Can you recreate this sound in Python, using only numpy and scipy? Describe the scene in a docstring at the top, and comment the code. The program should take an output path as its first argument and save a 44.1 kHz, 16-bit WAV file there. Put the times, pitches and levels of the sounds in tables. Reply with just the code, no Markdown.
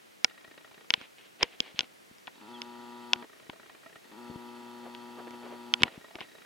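"""Outdoors over calm water, a small hand-held camera hears itself through two microphones in its shell.
Fingers snap, thump and rub the plastic. The focus motor ticks about thirty times a second,
beside a thin, high pip. The camera zooms twice: its stepper motor speeds up in stages and hums
through the shell, while the moving lens squeaks in the first zoom and rustles in the second.
Faint air noise and amplifier hiss lie under it all."""
import sys
import numpy as np
from scipy import signal
from scipy.fft import rfft, irfft, next_fast_len
from scipy.io import wavfile
from scipy.ndimage import uniform_filter1d

SR = 44100
rng = np.random.default_rng(int(sys.argv[2]) if len(sys.argv) > 2 else 0)


def unload_audio(sound):
    """Save the sound as a 16-bit wav file, at the path given as the first command line argument."""
    columns = np.transpose(np.atleast_2d(sound))
    # keep every value between -1 and 1, then stretch to whole-number steps
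    steps = np.round(np.clip(columns, -1, 1) * 32767)
    wavfile.write(sys.argv[1], SR, steps.astype(np.int16))


N = 284721


def amp(db):
    """Turns decibels into a multiplier."""
    return 10 ** (np.asarray(db) / 20)

def unit(x):
    """Scales a sound to an average (RMS) strength of 1."""
    return x / np.sqrt(np.mean(x ** 2) + 1e-20)

def along(points, hz):
    """Reads between (Hz, value) points, with octaves evenly spaced."""
    pitches, values = np.transpose(points)
    return np.interp(np.log(hz + 1), np.log(pitches + 1), values)

def curves(rows):
    """Joins rows of (seconds, values...) into one curve per value."""
    times, *columns = np.transpose(rows)
    return [np.interp(np.arange(N) / SR, times, column) for column in columns]

def filtered(x, response):
    """Multiplies each frequency in x by response(Hz)."""
    size = 2 * next_fast_len(x.shape[-1] // 2 + 4096)
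    return irfft(rfft(x, size) * response(np.fft.rfftfreq(size, 1 / SR)), size)[..., :x.shape[-1]]

def causal(db):
    """A filter with these levels that rings only after a hit (minimum phase)."""
    cepstrum = irfft(np.log(amp(db)))
    cepstrum[1:len(cepstrum) // 2] *= 2
    cepstrum[len(cepstrum) // 2 + 1:] = 0
    return np.exp(rfft(cepstrum))

def bell(hz, centre_hz, octaves):
    """A smooth hump around one pitch."""
    return np.exp(-.5 * (np.log2((hz + 1) / centre_hz) / octaves) ** 2)

def add(out, start, sound):
    """Mixes in a stereo sound at a start time in seconds."""
    part = out[:, max(round(start * SR), 0):][:, :sound.shape[1]]
    part += sound[:, :part.shape[1]]

def stereo_noise(count, width):
    """Noise both sides share, plus some of their own."""
    return rng.standard_normal(count) + width * rng.standard_normal((2, count))

def ring(modes, gains, t, phase_spread):
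    """Fading tones; each microphone hears them at its own strength and phase."""
    hz, db, fade_s = np.transpose(modes)[:, None, :, None]
    level, phase = rng.standard_normal((2, 2, len(modes), 1))
    fade = gains[:, None] * amp(db + 2 * level - 60 * t / fade_s)
    return (fade * np.sin(2 * np.pi * hz * t + phase_spread * phase)).sum(axis=1)


# The noise both sides share. Each row: frequency in Hz, relative level in dB.
AIR_MID = [(25, -27), (60, -26.5), (150, -9.5), (300, -6), (500, -8.5), (1000, -13), (2000, -9.5),
           (4000, -14), (8000, -18.5), (12000, -21.5), (16000, -26.5)]
# The noise that adds width. Each row: frequency in Hz, relative level in dB.
AIR_SIDE = [(25, -33), (60, -24), (150, -12), (300, -5.5), (500, -6.5), (1000, -12), (2800, -16.5),
            (5000, -27), (7000, -32), (9500, -53), (16000, -80)]
# How loud the two are. Each row: time in seconds, mid level in dB, side level in dB.
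AIR_LEVELS = [(0.0, -61.5, -58.5), (6.46, -59.5, -58.5)]

def air():
    """Faint outdoor air and amplifier hiss, widest in the bass."""
    noise = rng.standard_normal((2, N))
    mid, side = filtered(noise, lambda f: amp([along(AIR_MID, f), along(AIR_SIDE, f)]))
    mid_db, side_db = curves(AIR_LEVELS)
    mid, side = unit(mid) * amp(mid_db), unit(side) * amp(side_db)
    return np.array([mid + side, mid - side])


# The tones of the plastic shell. Each row: pitch in Hz, level in dB, seconds to fade by 60 dB.
SHELL_TONES = [(783, -6.5, 0.029), (988, -1, 0.023), (1434, -5.5, 0.029), (1930, -4.5, 0.011),
               (2273, -2.5, 0.013), (2628, -3.5, 0.011), (2950, 2, 0.0086), (3318, 0.5, 0.0098),
               (3800, -2.5, 0.0032), (5030, -2, 0.013), (5335, 6, 0.0069), (5830, -1, 0.0068)]
# The tones of the air and battery space inside, with the same columns.
HOLLOW_TONES = [(152, -16.5, 0.038), (251, 0.5, 0.028), (354, 6, 0.014), (481, -9, 0.064)]
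# Each row: start in seconds, level in dB, centre pitch in Hz, then dB adjustments for the knock,
# the low tones, the high tones and the crack, and last how many dB louder the left side is.
SNAPS = [(0.2455, -3.5, 2520, -28.5, -24, -11, -29, -2), (0.9048, -9.5, 2950, -26.5, -25, -17.5, -37, 0),
         (0.9387, -7, 2830, -27, -24.5, -20, -24.5, 1.5), (1.0134, -35, 3440, -9, -11, -22, -35, -7),
         (1.4285, -10.5, 2180, -18, -19, -14.5, -38, -5), (1.431, -7.5, 2640, -11, -26, -16.5, -50, 0),
         (1.6035, -11, 3480, -20, -44, -18, -31, -2), (1.7917, -10, 3560, -24.5, -30.5, -17, -36, 1),
         (1.807, -17, 2870, -20, -20.5, -17.5, -46, -0.5), (1.832, -40.5, 2550, -6, -22, -24, -30, 0),
         (2.1834, -47, 1760, -15, -18, -15, -7, 3), (2.2721, -31, 3100, -23, -22, -45, -36, 1),
         (2.2788, -30, 1870, -19, 8, -32, -37, 0), (2.618, -23.5, 2800, -44, -23, -14, -25, -4.5),
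         (3.1331, -5.5, 3160, -44, -20, -17.5, -35, 0), (3.1594, -37, 2210, -3.5, -14, -33, -36, -1),
         (3.498, -28, 2680, -23, -13.5, -34, -40, 2.5), (4.9493, -32.5, 3230, -25, -17, -24, -29, 2),
         (5.3078, -38.5, 2200, -5, -15, -20, -16, 2), (5.7388, -6, 3120, -35, -22.5, -17, -33, -1.5),
         (5.8213, -22, 2810, -7, -10, -18, -37, -2.5), (5.8335, -1, 2350, -21, -21, -24.5, -30, -1.5),
         (6.1549, -30.5, 2160, -7, -22, -23.5, -36, 0), (6.2066, -29, 2380, -20, -34, -30, -36, 10),
         (6.2122, -28.5, 2600, -10.5, -8, -29, -36, -3)]

def snaps():
    """Plastic slips suddenly and rings the shell, with a hollow knock and a bright crack."""
    out, t = np.zeros((2, N)), np.arange(SR // 12) / SR
    hz = np.transpose(SHELL_TONES)[0]
    for start, db, centre_hz, knock_db, low_db, high_db, crack_db, left_db in SNAPS:
        middle = bell(hz, centre_hz, octaves=0.34)
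        gains = np.select([hz < 1600, hz > 4300], [amp(low_db + 10), amp(high_db + 6)], middle)
        tones = ring(SHELL_TONES, gains, t, phase_spread=0.87)
        attack = 1 - np.exp(-(t / 0.00025) ** 2)
        damping = 1.05 + np.exp(-t / 0.0013)  # the finger quickly damps the ring
        body = filtered(tones * attack * damping, lambda f: (1j * f / (1j * f + 500)) ** 2)
        knock = ring(HOLLOW_TONES, np.ones(len(HOLLOW_TONES)), t, phase_spread=0.71) * amp([[3], [-3]])
        burst = stereo_noise(len(t), width=0.25) * amp(-60 * t / 0.0071)
        crack = filtered(burst, lambda f: bell(f, 7800, octaves=0.4))
        snap = 0.055 * unit(body) + amp(knock_db - 8.5) * knock + amp(crack_db - 29) * unit(crack)
        add(out, start, snap * amp(db + 3 + left_db * np.array([[.5], [-.5]])))
    return out


PICTURES_PER_S = 29.97
# Stretches of pipping. Each row: start in seconds, end in seconds, level in dB.
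PIPS = [(0.278, .86, -69), (2.34, 3.217, -66.5), (3.25, 5.83, -74), (5.88, 6.5, -63.5)]

def pips():
    """A thin, high pip for every picture the camera takes, a little to the right."""
    t = np.arange(N) / SR
    whistle = filtered(rng.standard_normal(N), lambda f: bell(f, 3850, octaves=0.013))
    whine = np.sin(2 * np.pi * 3870 * t) + .5 * unit(whistle)
    pulse = (.5 + .5 * np.cos(2 * np.pi * PICTURES_PER_S * (t - .018))) ** 2
    level = sum(amp(db) * (t > start) * (t < end) for start, end, db in PIPS)
    return uniform_filter1d(level, size=1500) * pulse * whine * amp([[-1], [1]])


# The lens hunts for focus. Each row: start in seconds, end in seconds, level in dB,
# dB added to every second step, dB added to the low tones.
HUNTS = [(0.3117, 0.83, -38, -5, -9), (3.331, 3.62, -42, -3.5, -3.5), (3.63, 3.72, -39, 0.5, -9),
         (3.831, 3.95, -43.5, 2, -3.5), (6.014, 6.14, -42, 1.5, -5.5), (6.2187, 6.46, -40.5, -4, -0.5)]

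def focus_steps():
    """The focus motor steps once a picture. Gives rows like those of LURCHES."""
    rows = []
    for first, end, db, offbeat_db, low_db in HUNTS:
        for k, start in enumerate(np.arange(first, end, 1 / PICTURES_PER_S)):
            late, size, low, ringing = rng.standard_normal(4)
            offbeat = k % 2  # every second step comes early and is duller
            rows.append((start - 0.00302 * offbeat + 0.001016 * late,
                         db + offbeat_db * offbeat + 1.8 * size,
                         low_db + 2 * offbeat + 3 * low,
                         3 * ringing))
    return rows


# The tones of the lens barrel. Each row: pitch in Hz, level in dB, seconds to fade by 60 dB.
BARREL_TONES = [(447, -3, 0.047), (667, -6.5, 0.084), (938, -10.5, 0.0095), (1415, -6, 0.02),
                (1900, -2.5, 0.053), (2400, -8, 0.017), (3380, -17, 0.017), (4005, -16.5, 0.029)]
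# The lens lurches as a motor takes up or drops its load. Each row: start in seconds, level in dB,
# dB added to the low tones, dB of ringing over the dry shudder.
LURCHES = [(0.279, -42.5, -11, 3), (0.298, -42, -27, -14), (0.845, -46, -5, -4), (2.2768, -30, -19, 3),
           (2.4114, -46, -15, -5), (3.2257, -36.5, 3.5, -5), (3.2428, -42, 7, -4), (3.297, -44.5, 1, 6),
           (3.7495, -40.5, -2, 1), (3.9581, -34, -15, 3), (4.044, -44.5, -19, 3), (4.1181, -47, 5, -15),
           (5.879, -29.5, -7, 2), (6.1868, -38, 5, -15)]

def focus_ticks():
    """Each step or lurch is a short, dry shudder that also rings the lens barrel."""
    out, t = np.zeros((2, N)), np.arange(SR // 12) / SR
    hz = np.transpose(BARREL_TONES)[0]
    swell = t / .003 * np.exp(-t / 0.0027)
    for start, db, low_db, ring_db in LURCHES + focus_steps():
        tones = ring(BARREL_TONES, np.where(hz < 800, amp(low_db - 0.5), 1), t, phase_spread=0.52)
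        shudder = stereo_noise(len(t), width=.5) * swell
        ringing = signal.fftconvolve(tones, shudder, axes=1)[:, :len(t)]
        click = filtered(shudder, lambda f: bell(f, 2470, 0.57) + amp(low_db + 7) * bell(f, 640, 0.88))
        tick = unit(amp(ring_db) * unit(ringing) + unit(click))
        tick_db = 4.27 * np.logaddexp(db / 4, (db + low_db) / 4) - 20  # strong lows make it louder
        add(out, start - .002, tick * amp(tick_db))
    return out


# Each row: start in seconds, level in dB, pitch in Hz.
THUMPS = [(0.48, -55, 143), (0.979, -47, 205), (1.746, -46.5, 185), (2.114, -47, 211), (3.497, -35.5, 254),
          (4.301, -33.5, 252), (4.314, -37.5, 242), (4.36, -32, 219), (5.813, -33, 244), (5.834, -30, 124),
          (5.856, -39, 233), (5.979, -36.5, 230), (6.16, -36, 445)]

def thumps():
    """The hand pushes softly on the shell: a couple of low waves, stronger on the left."""
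    out, t = np.zeros((2, N)), np.arange(SR // 12) / SR
    for start, db, hz in THUMPS:
        cycles = hz * t
        push = np.sin(2 * np.pi * cycles) * amp(-60 * cycles / 2.72) * (1 - np.exp(-cycles / 0.22))
        add(out, start - .002, push * amp(db + 11 + np.array([[2.5], [-2.5]])))
    return out


# Each row: middle in seconds, length in seconds, scrape level in dB, drag level in dB.
SCRAPES = [(0.981, 0.15, -55, -63), (1.03, 0.094, -51.5, -60), (1.201, .064, -56.5, -66),
           (1.253, 0.075, -59.5, -66), (1.426, 0.058, -39.5, -41), (1.459, 0.14, -56.5, -61),
           (1.534, .06, -55.5, -59), (1.66, .15, -52, -57), (1.786, 0.075, -49, -59),
           (1.828, 0.085, -56, -58), (4.863, 0.067, -67, -45.5), (5.194, 0.064, -65, -44.5),
           (5.276, 0.023, -60, -43), (5.343, 0.03, -60, -49), (5.457, 0.11, -61, -48),
           (5.528, .076, -63, -46.5), (5.817, 0.054, -46, -56), (5.865, 0.052, -51, -46),
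           (5.94, 0.18, -60, -56), (6.157, 0.036, -62, -48), (6.218, 0.077, -50, -55)]

def scrapes():
    """Grainy scrapes over a dull drag: fingers on the shell, and low rustles of the lens mid-zoom."""
    out, t = np.zeros((2, N)), np.arange(-SR // 6, SR // 6) / SR
    for middle, length, scrape_db, drag_db in SCRAPES:
        grain_db = 2.07 * rng.exponential(size=len(t) // 50 + 1)
        grains = amp(np.repeat(grain_db, 50)[:len(t)]) * stereo_noise(len(t), width=0.49)
        scrape = unit(filtered(grains, lambda f: bell(f, 2600, octaves=0.48)))
        drag = unit(filtered(grains, lambda f: bell(f, 480, octaves=1)))
        swell = np.exp(-8 * (t / length) ** 2)
        add(out, middle + t[0], (amp(scrape_db) * scrape + amp(drag_db) * drag) * swell)
    return out


CREEP_SPEED, SECOND_SPEED, FULL_SPEED = 45, 105, 119.9  # motor steps a second
# Each row: the times in seconds of start, second gear, full speed and stop, then level in dB,
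# dB added while creeping, dB added to the upper tones, dB added to the buzz.
ZOOMS = [(2.333, 2.405, 2.478, 3.23, -48, -12, 0.64, -2.5), (4.029, 4.11, 4.168, 5.865, -47, -14, -1.5, -4)]

def zoom_gears(shift_s=0.012):
    """The motor speeds up in stages. Gives curves of speed, level, upper tones and buzz."""
    rows = []
    for *times, db, creep_db, upper_db, buzz_db in ZOOMS:
        stages = [(CREEP_SPEED, -100, upper_db, buzz_db),  # silent
                  (CREEP_SPEED, db + creep_db, upper_db - 2, buzz_db + 6),
                  (SECOND_SPEED, db - 3, upper_db, buzz_db),
                  (FULL_SPEED, db, upper_db, buzz_db),
                  (FULL_SPEED, -100, upper_db, buzz_db)]
        for k, time in enumerate(times):
            rows += [(time - shift_s / 2, *stages[k]), (time + shift_s / 2, *stages[k + 1])]
    return curves(rows)

def motor_jolts(steps_done):
    """Each step of the zoom motor gives one slightly uneven jolt."""
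    count = int(steps_done[-1])
    at = np.interp(np.arange(count) + 1, steps_done, np.arange(N)) + rng.normal(0, 0.23, count)
    size = amp(rng.normal(0, 0.45, count) + 0.21 * (-1) ** np.arange(count))
    near = np.floor(at)[:, None] + np.arange(-7, 9)  # a jolt can fall between samples
    jolts = size[:, None] * np.sinc(near - at[:, None]) * np.hanning(near.shape[1])
    return np.bincount(np.clip(near, 0, N - 1).astype(int).ravel(), jolts.ravel(), N)


# How the shell colours the hum. Each row: multiple of the full step rate, level in dB.
HUM_TONES = [(1, -19.5), (2, 0.5), (3, -2.5), (4, -13.5), (5, -16), (6, -15.5), (7, -7), (8, -2),
             (9, -20.5), (10, -9.5), (11, -12.5), (12, -20), (13, -28), (14, -37), (15, -23), (16, -16.5)]
# Each row: frequency in Hz, how many dB louder the hum is on the left.
HUM_BALANCE = [(60, 8), (110, 4), (200, 6.5), (380, 4), (700, 2.5), (1290, 0), (2380, 5), (4400, 12.5),
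               (8120, -20), (15000, 20)]
# Each row: frequency in Hz, how far the left side's wave is ahead in radians.
HUM_LEAD = [(100, 0.8), (260, -0.75), (600, 0.23), (1290, 0.78), (1980, 2.5), (2400, -5.5), (5000, 6)]

def shell_path(hz):
    """The shell carries the motor's shaking to each microphone differently."""
    tones = [(k * FULL_SPEED, db) for k, db in HUM_TONES]
    colour = causal(along([(33, -53.5), *tones, (2300, -37), (20000, -90)], hz))
    balance_db, lead = along(HUM_BALANCE, hz), along(HUM_LEAD, hz)
    sides = [amp(way * balance_db) * np.exp(1j * way * lead) for way in (.5, -.5)]
    delay = np.exp(-2j * np.pi * 0.00306 * np.clip(hz - 600, 0, 1500))  # 600-2100 Hz comes late
    return colour * sides * delay


# Where the lens carriage rings. Each row: pitch in Hz, width in Hz, level in dB.
CARRIAGE_TONES = [(1400, 400, -3), (1900, 150, -4), (2640, 70, 0), (3120, 150, -1), (3480, 300, -4),
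                  (4400, 90, 0), (4750, 400, -11)]

def carriage(hz):
    """The carriage that holds the lens rings when shaken near its own pitches."""
    return sum((-1) ** k * amp(db) * 1j * hz * width / (pitch ** 2 - hz ** 2 + 1j * hz * width)
               for k, (pitch, width, db) in enumerate(CARRIAGE_TONES))

def zoom():
    """The motor's jolts hum through the shell, and the carriage rattles on every step."""
    speed, db, upper_db, buzz_db = zoom_gears()
    steps_done = np.cumsum(speed) / SR
    jolts = motor_jolts(steps_done) * np.sqrt(FULL_SPEED / speed)
    noise = stereo_noise(N, width=0.27)
    rattle = noise * (0.52 + np.exp(-3 * (steps_done % 1)))

    def upper_path(hz):
        return shell_path(hz) * (hz > 5.5 * FULL_SPEED)

    def through(path, shake, level_db):
        return filtered(shake * amp(level_db), path) / np.std(filtered(shake, path))

    hum = through(shell_path, jolts, db)
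    upper_change = filtered(jolts * amp(db) * (amp(upper_db) - 1), upper_path)
    hum += upper_change / np.std(filtered(jolts, shell_path))
    roughness = through(upper_path, rattle, db + upper_db - 16.5) + through(shell_path, noise, db - 16)
    buzz = through(carriage, 0.88 * unit(jolts) + unit(rattle), db + buzz_db - 9)
    return hum + roughness + buzz

def squeak(start_s=2.535, rise_s=0.014, length_s=0.05, hz=3500, fall_hz_per_s=10000, db=-48):
    """The lens slips once on its rail with a short, falling squeak."""
    t = np.clip(np.arange(N) / SR - start_s, 0, length_s)
    swell = t / rise_s * np.exp(1 - t / rise_s) * (t < length_s)
    return amp(db) * swell * np.sin(2 * np.pi * (hz - fall_hz_per_s * t / 2) * t)

def scene():
    """Camera and finger sounds lose their deep bass in the small shell; the air is added on top."""
    shell = zoom() + squeak() + pips() + focus_ticks() + snaps() + thumps() + scrapes()
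    return filtered(shell, lambda hz: (1j * hz / (1j * hz + 45)) ** 3) + air()

def record(dry):
    """The amplifier rounds off the loudest peaks, and nothing above 16000 Hz is kept."""
    rounded = dry / (1 + np.abs(dry / .97) ** 5) ** (1 / 5)
    return filtered(rounded, lambda hz: hz < 16000)


dry = scene()
out = record(dry)
unload_audio(out)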